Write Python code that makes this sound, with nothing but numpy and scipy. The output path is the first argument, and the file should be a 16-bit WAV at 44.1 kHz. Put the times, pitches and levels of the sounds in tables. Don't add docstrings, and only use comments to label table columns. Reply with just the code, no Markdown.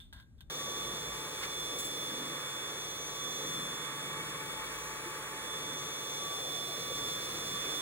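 import sys
import numpy as np
from scipy import signal
from scipy.fft import rfft, irfft, next_fast_len
from scipy.io import wavfile

SR = 44100
rng = np.random.default_rng(int(sys.argv[2]) if len(sys.argv) > 2 else 0)


def unload_wav(signal):
    wavfile.write(
        sys.argv[1],
        SR,
        np.round(np.clip(np.atleast_2d(signal).T, -1, 1) * 32767).astype(np.int16),
    )


N = 344508
TIME_S = np.arange(N) / SR
FFT_SIZE = next_fast_len(N)
FREQ_HZ = np.maximum(np.arange(FFT_SIZE // 2 + 1) * SR / FFT_SIZE, 1)
SIDES = np.array([[.5], [-.5]])

# freq_hz, coherence, left_lead_rad
STEREO_IMAGE = [(45, .7, 0), (85, .92, 0), (130, .99, .05), (350, .95, -.1), (520, .87, -.4),
                (700, .5, -.1), (1050, .5, -.2), (1650, .52, .6), (2050, .58, 2), (2750, .72, 3),
                (3450, .65, 4.45), (3700, .62, 4.5), (4400, .65, 4.2), (4850, .992, 3.25),
                (5400, .992, 3.05), (5900, .8, 2.5), (6600, .65, 1.9), (8400, .85, 0), (10500, .7, -1.5),
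                (11700, .98, -2.95), (13000, .98, -3.35), (13900, .65, -4.7), (15500, .75, -6.2)]


def from_db(db):
    return 10 ** (np.asarray(db) / 20)


def unit_rms(x):
    return x / np.sqrt(np.mean(x ** 2) + 1e-20)


def in_time(rows):
    times_s, *columns = np.transpose(rows)
    return [np.interp(TIME_S, times_s, column) for column in columns]


def at_hz(rows, hz):
    points_hz, *columns = np.transpose(rows)
    return [np.interp(np.log(hz), np.log(points_hz), column) for column in columns]


def swell(centre_s, length_s):
    return np.exp(-.5 * ((TIME_S - centre_s) / (length_s / 2)) ** 2)


def swelling(base_db, swells):
    peaks = sum(from_db(level_db) * swell(centre_s, length_s) for centre_s, length_s, level_db in swells)
    return from_db(base_db) + peaks


def panned(level_db, pan_db):
    return from_db(level_db + pan_db * SIDES)


def drift(rate_hz):
    hop, settle = 40, 2000
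    pole = np.exp(-2 * np.pi * hop * rate_hz / SR)
    noise = rng.standard_normal(N // hop + settle + 2)
    slow = signal.lfilter([1], [1, -2 * pole, pole * pole], noise)[settle:]
    return np.interp(np.arange(N) / hop, np.arange(len(slow)), unit_rms(slow))


def turbulence(spectrum):
    # freq_hz, pan_db
    balance = [(150, 4), (350, 1), (520, -2.5), (1000, -0.5), (1700, -2.5), (2500, -0.5), (4000, 0.5),
               (8000, 0)]
    shared, left, right = rfft(rng.standard_normal((3, FFT_SIZE)))
    coherence, lead_rad = at_hz(STEREO_IMAGE, FREQ_HZ)
    noise = np.sqrt(coherence) * shared * np.exp(1j * lead_rad * SIDES)
    noise += np.sqrt(1 - coherence) * np.array([left, right])
    in_band = (FREQ_HZ > spectrum[0][0]) & (FREQ_HZ < spectrum[-1][0])
    colour = in_band * panned(at_hz(spectrum, FREQ_HZ)[0], at_hz(balance, FREQ_HZ)[0])
    return unit_rms(irfft(noise * colour, FFT_SIZE)[:, :N])


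def tone(hz, scatter, rate_hz, diffuse, shift_rad=0):
    lead_rad = at_hz(STEREO_IMAGE, np.mean(hz))[1] + shift_rad
    shared, left, right = [drift(rate_hz) + 1j * drift(rate_hz) for _ in range(3)]
    waver = np.exp(1j * lead_rad * SIDES) * (1 + scatter * shared) + diffuse * np.array([left, right])
    return unit_rms(np.real(waver * np.exp(2j * np.pi * np.cumsum(hz) / SR)))


def resonate(x, hz, width_hz):
    radius = np.exp(-np.pi * width_hz / SR)
    feedback = [1, -2 * radius * np.cos(2 * np.pi * hz / SR), radius ** 2]
    return signal.lfilter(np.array([1, 0, -1]) * (1 - radius ** 2) / 2, feedback, x)


def room(running):
    # freq_hz, density_db
    spectrum = [(24, -20), (36, -4), (60, 1.5), (100, -8), (160, -11.5), (250, -17), (450, -35),
                (1500, -44), (15000, -54.5)]
    before_db, running_db = -55, -76
    return from_db(before_db + running * (running_db - before_db)) * turbulence(spectrum)


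def rattle():
    # start_s, level_db, fall_30db_s, low_mode_boost_db, ring_boost_db
    knocks = [(.002, -59, .14, -15, 5), (.127, -58.5, .13, 5, -3), (.132, -54, .018, -4, -17),
              (.161, -70, .12, 9, -6), (.186, -69, .03, 9, -9), (.199, -60, .04, 3, -10),
              (.225, -71, .02, 5, -9), (.381, -76, .15, 0, -2), (.407, -53, .036, -5, -17)]
    # freq_hz, width_hz, chatter_db, ring_db, t60_s
    modes = [(1065, 110, -1, -11, 0.16), (1600, 100, 11, 1.5, 0.26), (2000, 110, 1, -16, 0.25),
             (3270, 500, 8.5, -16, .12), (3440, 90, 1, -1, 0.17), (3540, 80, -1, -4, 0.31),
             (3620, 90, 5, -2, 0.24), (8250, 400, 0, -14, 0.24), (9650, 700, -2, -7, 0.13),
             (13400, 1500, 0, -7, .14)]
    low_modes_below_hz, flutter_db = 2500, 3.5
    chatter = turbulence([(500, 5), (1400, 1.5), (4000, -1), (6000, -6), (9000, -9), (15000, -6)])[:, :SR]
    crack = turbulence([(1000, -5), (4000, 7), (9000, -5), (16000, -9)])[:, :SR]
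    flutter = {hz: from_db(flutter_db * drift(rate_hz=45)[:SR]) for hz, *_ in modes}
    out = np.zeros((2, SR))
    for start_s, level_db, fall_30db_s, low_mode_boost_db, ring_boost_db in knocks:
        age_s = np.maximum(TIME_S[:SR] - start_s, 0)
        strength = (TIME_S[:SR] >= start_s) * from_db(level_db)
        force = strength * (from_db(-30 * age_s / fall_30db_s) + np.exp(-age_s / .00076))
        out += crack * (from_db(-24) * strength * np.exp(-age_s / .0053) + from_db(-7.5) * force)
        for hz, width_hz, chatter_db, ring_db, t60_s in modes:
            envelope = strength * from_db(ring_boost_db + ring_db - 60 * age_s / t60_s)
            ring = envelope * flutter[hz] * np.sin(2 * np.pi * (hz * age_s + rng.random((2, 1))))
            body = from_db(chatter_db) * resonate(force * chatter, hz, width_hz)
            out += from_db(low_mode_boost_db * (hz < low_modes_below_hz)) * (body + ring)
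    return np.pad(out, [(0, 0), (0, N - SR)])


def scuffs():
    # centre_s, length_s, centre_hz, width_octaves, level_db, grain_db
    strokes = [(.372, .007, 260, 1.25, -59.5, 1), (1.439, 0.03, 2300, 2.8, -39.5, 3),
               (2.22, .2, 300, .6, -49, 1), (3.52, .36, 290, .6, -54, 1), (3.58, .2, 170, .4, -55, 1),
               (6.5, .5, 680, .5, -54.5, 1), (6.91, .06, 490, .4, -48, 1), (7.65, .12, 2600, .6, -51, 1)]
    skirt = [(-1, -18), (-.5, -3), (0, 0), (.5, -6), (1, -24)]  # offset_widths, density_db
    out = np.zeros((2, N))
    for centre_s, length_s, centre_hz, width_octaves, level_db, grain_db in strokes:
        spectrum = [(centre_hz * 2 ** (offset * width_octaves), db) for offset, db in skirt]
        gain = from_db(level_db + grain_db * np.tanh(drift(rate_hz=64)))
        out += gain * swell(centre_s, length_s) * turbulence(spectrum)
    return out


def bumps():
    # start_s, pitch_hz, level_db
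    blows = [(4.275, 310, -38), (5.058, 350, -35.5), (5.72, 255, -42), (7.33, 332, -40)]
    attack_s, t60_s = .007, .15
    out = np.zeros(N)
    for start_s, pitch_hz, level_db in blows:
        age_s = np.maximum(TIME_S - start_s, 0)
        envelope = from_db(level_db - 60 * age_s / t60_s) * (1 - np.exp(-age_s / attack_s))
        out += envelope * np.sin(2 * np.pi * pitch_hz * age_s)
    return out


def grit():
    # start_s, level_db, fall_30db_s
    strikes = [(1.786, -38, 0.1), (1.796, -43, .07), (1.845, -42.5, 0.1), (1.852, -48, 0.1)]
    # freq_hz, density_db
    tube = [(4500, -16), (6500, -2), (7700, 2), (8800, -11), (10800, 4), (12500, -7), (16000, -9)]
    envelope = np.zeros(N)
    for start_s, level_db, fall_30db_s in strikes:
        age_s = np.maximum(TIME_S - start_s, 0)
        envelope += (TIME_S >= start_s) * from_db(level_db - 30 * age_s / fall_30db_s)
    return envelope * turbulence(tube)


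def brush_roll(roll_rad, push_db):
    # centre_s, length_s, level_db
    throbs = [(.86, 0.12, -61), (1.12, 0.11, -60), (1.42, .11, -68), (1.62, .11, -65.5), (1.85, .11, -68),
              (2.88, .1, -69), (3.13, .16, -68), (4.82, .45, -65), (5.45, .3, -72), (6.98, .16, -66),
              (7.47, .3, -64)]
    # cycles_per_turn, level_db, unsteady_db
    partials = [(2, -80, 4), (4, -77, 4), (5, -71, 4), (6, -72.5, 2.5), (7, -65.5, 1.5), (8, -60, 0.5),
                (9, -65, 0), (11, -73.5, 5.5), (16, -69, 3.5), (20, -68, 2), (24, -62, 2)]
    jostle_rad = .26
    load_db = -1.4 + .36 * push_db
    hum = swelling(-73.5, throbs) * from_db(1.5 * drift(rate_hz=2.4)) * np.sin(3 * roll_rad)
    for order, level_db, unsteady_db in partials:
        phase_rad = order * roll_rad + 2 * np.pi * rng.random() + jostle_rad * drift(rate_hz=7.5)
        hum += from_db(level_db + load_db + unsteady_db * drift(rate_hz=3.2)) * np.sin(phase_rad)
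    return np.sqrt(2) * hum


def brush_drive(roll_hz):
    # time_s, level_db, pan_db
    lower_curve = [(.52, -53, 1), (.56, -58, 1), (.6, -44.5, 0), (.7, -49, 2), (.75, -43.5, 3),
                   (.82, -47, 1), (.88, -44, -1), (1, -57, 0), (1.12, -46, 5), (1.25, -56, 0),
                   (1.55, -53, 1), (1.81, -48.5, 2), (1.94, -66, 2), (2.12, -54, 1), (2.72, -52.5, 1),
                   (2.83, -62, 2), (3.12, -50, 0), (3.25, -46.5, -2), (3.38, -60, 2), (3.5, -52, 2),
                   (4.02, -51, 2), (4.13, -45.5, 2), (4.38, -60, 1), (4.65, -51, 1), (5.08, -48, 0),
                   (5.35, -48.5, 0), (5.42, -58, 0), (5.5, -50.5, 0), (5.98, -50.5, 1), (6.17, -56, 1),
                   (6.22, -43, 6), (6.34, -46, 6), (6.42, -52, 5), (6.7, -48, 2), (7.1, -48.5, -1),
                   (7.24, -49.5, 2), (7.36, -57, 5), (7.57, -45.5, 9), (7.68, -52, 10), (7.8, -54, 11)]
    # centre_s, length_s, level_db
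    upper_swells = [(4.45, 0.69, -55)]
    lower = tone(63 * roll_hz, scatter=.1, rate_hz=14, diffuse=.15)
    upper = tone(123 * roll_hz, scatter=3, rate_hz=45, diffuse=1.5)
    return from_db(-3.7) * panned(*in_time(lower_curve)) * lower + swelling(-57, upper_swells) * upper


def floor_rush(roll_rad, push_db, facing_db):
    # freq_hz, density_db
    rumble_spectrum = [(22, -28), (45, -17), (75, -13), (105, -10), (155, 2.5), (200, -0.5), (250, -2),
                       (400, -28)]
    # freq_hz, density_db
    sweep_spectrum = [(130, -56), (220, -16.5), (290, -1), (400, -0.5), (490, 2.5), (570, -1), (650, -6.5),
                      (820, -8), (1100, -15.5), (2000, -55)]
    # freq_hz, density_db
    nozzle_spectrum = [(500, -24), (800, -17), (950, -3), (1060, 3), (1190, 4.5), (1330, 1), (1500, -1),
                       (1750, 1.5), (2050, -1.5), (2500, -6), (3200, -25)]
    # time_s, gain_db
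    seal = [(0.56, -1.2), (1.46, 1.5), (1.6, -1), (1.96, -1.5), (2.36, 1.8), (3.16, -1.5), (3.56, 2),
            (5.47, 2.5), (6.47, -3), (7.77, 3)]
    rumble = from_db(-62 + push_db) * turbulence(rumble_spectrum)
    sweep_db = -49.5 + .34 * facing_db + .2 * push_db + drift(rate_hz=9.7)
    sweep = from_db(sweep_db) * turbulence(sweep_spectrum)
    nozzle_db = -48 + in_time(seal)[0] + .85 * drift(rate_hz=25)
    nozzle = from_db(nozzle_db) * turbulence(nozzle_spectrum)
    chop = 1 + .036 * (np.sin(3 * roll_rad) + np.sin(5 * roll_rad))
    return rumble + chop * (sweep + nozzle)


def air_hiss(facing_db):
    # freq_hz, density_db
    vent_spectrum = [(2500, -20), (3200, -4), (3750, -.5), (4300, -1.5), (4650, -3.5), (5300, -2.5),
                     (5750, 1), (6050, 2), (6450, -5.5), (7500, -20), (11000, -20), (13200, -12.5),
                     (13900, -7.5), (14500, -10.5), (16000, -11.5)]
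    # freq_hz, density_db
    exhaust_spectrum = [(1700, -15), (2250, 3), (2600, 1.5), (3000, -1), (3400, -2), (4000, -10),
                        (6000, -10), (6900, 0), (8000, -3.3), (9300, -3.2), (10800, -1.5), (12300, -4),
                        (13200, -10), (13900, -8), (16000, -12)]
    # time_s, gain_db
    nearness = [(.55, -1), (1, 0.1), (1.4, .8), (2, 0.3), (2.65, -.1), (3.05, -1.5), (3.5, 0.7),
                (4.3, -0.1), (5.5, 0), (6.05, 0), (6.55, 0.6), (7, 1.3), (7.25, 2), (7.7, 2.5)]
    vents = from_db(-47.5 + .58 * facing_db) * turbulence(vent_spectrum)
    exhaust = from_db(-48 + .024 * facing_db) * turbulence(exhaust_spectrum)
    return from_db(in_time(nearness)[0] + .45 * drift(rate_hz=20)) * (vents + exhaust)


def motor_whine(motor_hz):
    # time_s, level_db, pan_db
    beam = [(.52, -43, -2), (.63, -41, -1), (.72, -43, -4), (.8, -40, -2), (1.05, -44, -1),
            (1.33, -47.5, 1), (1.55, -41, -3), (1.84, -41.5, -3.5), (2, -40, -4), (2.45, -44, -3),
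            (2.62, -42.5, -3), (2.8, -45, -3), (3.16, -45.5, -4), (3.25, -39.5, -6), (3.38, -42.5, -4),
            (3.58, -38.5, -1), (3.88, -45, -8), (3.97, -45.5, -2), (4.17, -43.5, -4), (4.23, -47.5, 2),
            (4.29, -44, 1), (4.37, -46, -3), (4.43, -52, -1), (4.51, -44.5, 1), (4.68, -48.5, 1),
            (4.78, -56, 3), (4.92, -64, 7), (5.03, -56.5, 9), (5.18, -57.5, 8), (5.25, -50.5, 3),
            (5.38, -50.5, -4), (5.54, -41, -4), (5.64, -44, -2), (5.72, -42.5, -6), (5.89, -44.5, 1),
            (6.04, -42.5, -5), (6.4, -42, 0), (6.54, -39, -7), (6.78, -44.5, -7), (7.1, -39, -4.5),
            (7.27, -41, -2), (7.36, -47, -8), (7.48, -41.5, -5), (7.66, -39, -5.5), (7.8, -42, -12)]
    # time_s, extra_left_lead_rad
    shift = [(.52, -.6), (1, 0), (1.8, .4), (2.2, 0), (3.05, -.4), (3.6, .3), (3.95, -.8), (4.16, -.6),
             (4.22, -1.4), (4.29, -.4), (4.6, -.55), (4.8, -1.3), (5.05, -3.4), (5.3, -1.1), (5.55, -.2),
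             (6, -.2), (6.5, .45), (7.3, .5), (7.8, .2)]
    direct = tone(4 * motor_hz, scatter=.058, rate_hz=6.7, diffuse=.095, shift_rad=in_time(shift)[0])
    rough = tone(4 * motor_hz, scatter=6.2, rate_hz=26, diffuse=5.5)
    return from_db(-.5) * panned(*in_time(beam)) * direct + from_db(-64) * rough


def motor():
    # time_s, speed_hz
    speed = [(.5, 874), (1, 873.5), (1.4, 871.8), (2.6, 871), (5.2, 870.6), (6.2, 873), (7.7, 873.8)]
    # time_s, level_db, pan_db
    hum = [(0.52, -60.0, 4), (1.35, -57.0, 1), (1.75, -65.0, -2), (2.4, -60.0, 0), (3.1, -62.5, 3),
           (3.6, -59.5, 1), (4.2, -55.0, 5), (4.6, -55.0, 13), (5.15, -55.5, 0), (5.6, -55.0, 0),
           (6.3, -60.0, -9), (6.7, -67.5, 2), (7.2, -63.5, 3), (7.8, -67.0, -3)]
    # time_s, level_db
    seventh = [(0.52, -47), (0.75, -47.5), (1.3, -51.5), (2.15, -54), (2.5, -55), (3.05, -44.5),
               (3.55, -47), (3.85, -58), (4.6, -65), (4.82, -49.5), (5.2, -60), (5.7, -49.5), (6.1, -46),
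               (6.68, -53), (7.1, -50), (7.4, -53), (7.8, -50)]
    # time_s, level_db
    eighth = [(0.52, -51), (1.55, -56), (2.3, -55.5), (3.3, -52.5), (4.2, -55), (5.3, -59), (5.9, -51.5),
              (6.7, -67), (7.2, -52), (7.8, -54)]
    # centre_s, length_s, level_db
    whistle = [(1.85, .32, -55), (3.6, .5, -65), (5, 0.83, -63), (6.35, .2, -58), (6.95, .7, -53)]
    # cycles_per_turn, level_db
    overtones = [(2, -69), (3, -66), (6, -65), (12, -67), (16, -72)]
    # centre_s, length_s, level_db
    side_tone = [(4.65, 0.05, -57), (4.92, .4, -61)]
    motor_hz = in_time(speed)[0] + .15 * drift(rate_hz=12)
    out = motor_whine(motor_hz)
    out += panned(*in_time(hum)) * tone(motor_hz, scatter=.32, rate_hz=19, diffuse=.4)
    out += from_db(in_time(seventh)[0] - 2.4) * tone(7 * motor_hz, scatter=.22, rate_hz=12, diffuse=.052)
    out += from_db(in_time(eighth)[0] - 5.5) * tone(8 * motor_hz, scatter=.36, rate_hz=4.5, diffuse=.04)
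    out += swelling(-66, whistle) * tone(14 * motor_hz, scatter=.27, rate_hz=14, diffuse=.04)
    for order, level_db in overtones:
        out += from_db(level_db) * tone(order * motor_hz, scatter=.19, rate_hz=4.8, diffuse=.013)
    out += swelling(-59.5, side_tone) * tone(3.899 * motor_hz, scatter=.54, rate_hz=17, diffuse=.092)
    return out


def scene():
    # centre_s, length_s, rise_db
    pushes = [(.9, 0.41, 7.5), (2.133, 0.45, 5), (3.597, 0.6, 5.5), (4.25, 0.5, 5), (5.656, 0.62, 2.5),
              (6.9, 0.51, 4.5), (7.48, 0.45, 6)]
    # time_s, gain_db
    facing = [(.52, 4), (.8, 1.5), (1.25, -2.5), (1.6, 0.5), (2, 0.5), (2.5, -3.5), (3.05, 0), (3.3, 1),
              (3.58, -2), (3.8, -5), (4.45, -6), (4.9, -4.5), (5.3, -9), (5.6, -3.5), (6.5, 1.5), (6.78, 2),
              (7.1, 2), (7.4, 0), (7.7, 0.5)]
    # time_s, speed_hz
    roll_speed = [(.55, 18.17), (1.4, 18.33), (2.3, 18.14), (3.3, 18.11), (4.2, 18.15), (5, 18.27),
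                  (5.85, 18.34), (6.3, 18.22), (7.1, 18.21), (7.75, 18.36)]
    start_s, onset_s = .499, .001
    running = np.clip((TIME_S - start_s) / onset_s, 0, 1)
    push_db = sum(rise_db * swell(centre_s, length_s) for centre_s, length_s, rise_db in pushes)
    facing_db = in_time(facing)[0]
    pile_drag = .001 * drift(rate_hz=3) + .002 * drift(rate_hz=20)
    roll_hz = in_time(roll_speed)[0] * (1 + pile_drag)
    roll_rad = 2 * np.pi * np.cumsum(roll_hz) / SR
    brush = brush_roll(roll_rad, push_db) + brush_drive(roll_hz)
    background = room(running) + rattle() + scuffs() + bumps() + grit()
    cleaner = motor() + brush + floor_rush(roll_rad, push_db, facing_db) + air_hiss(facing_db)
    return background + running * cleaner


def record(dry):
    cutoff_hz, order = 15730, 120
    rolloff = np.sqrt(1 + (FREQ_HZ / cutoff_hz) ** (2 * order))
    return irfft(rfft(dry, FFT_SIZE) / rolloff, FFT_SIZE)[:, :N]


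dry = scene()
out = record(dry)
unload_wav(out)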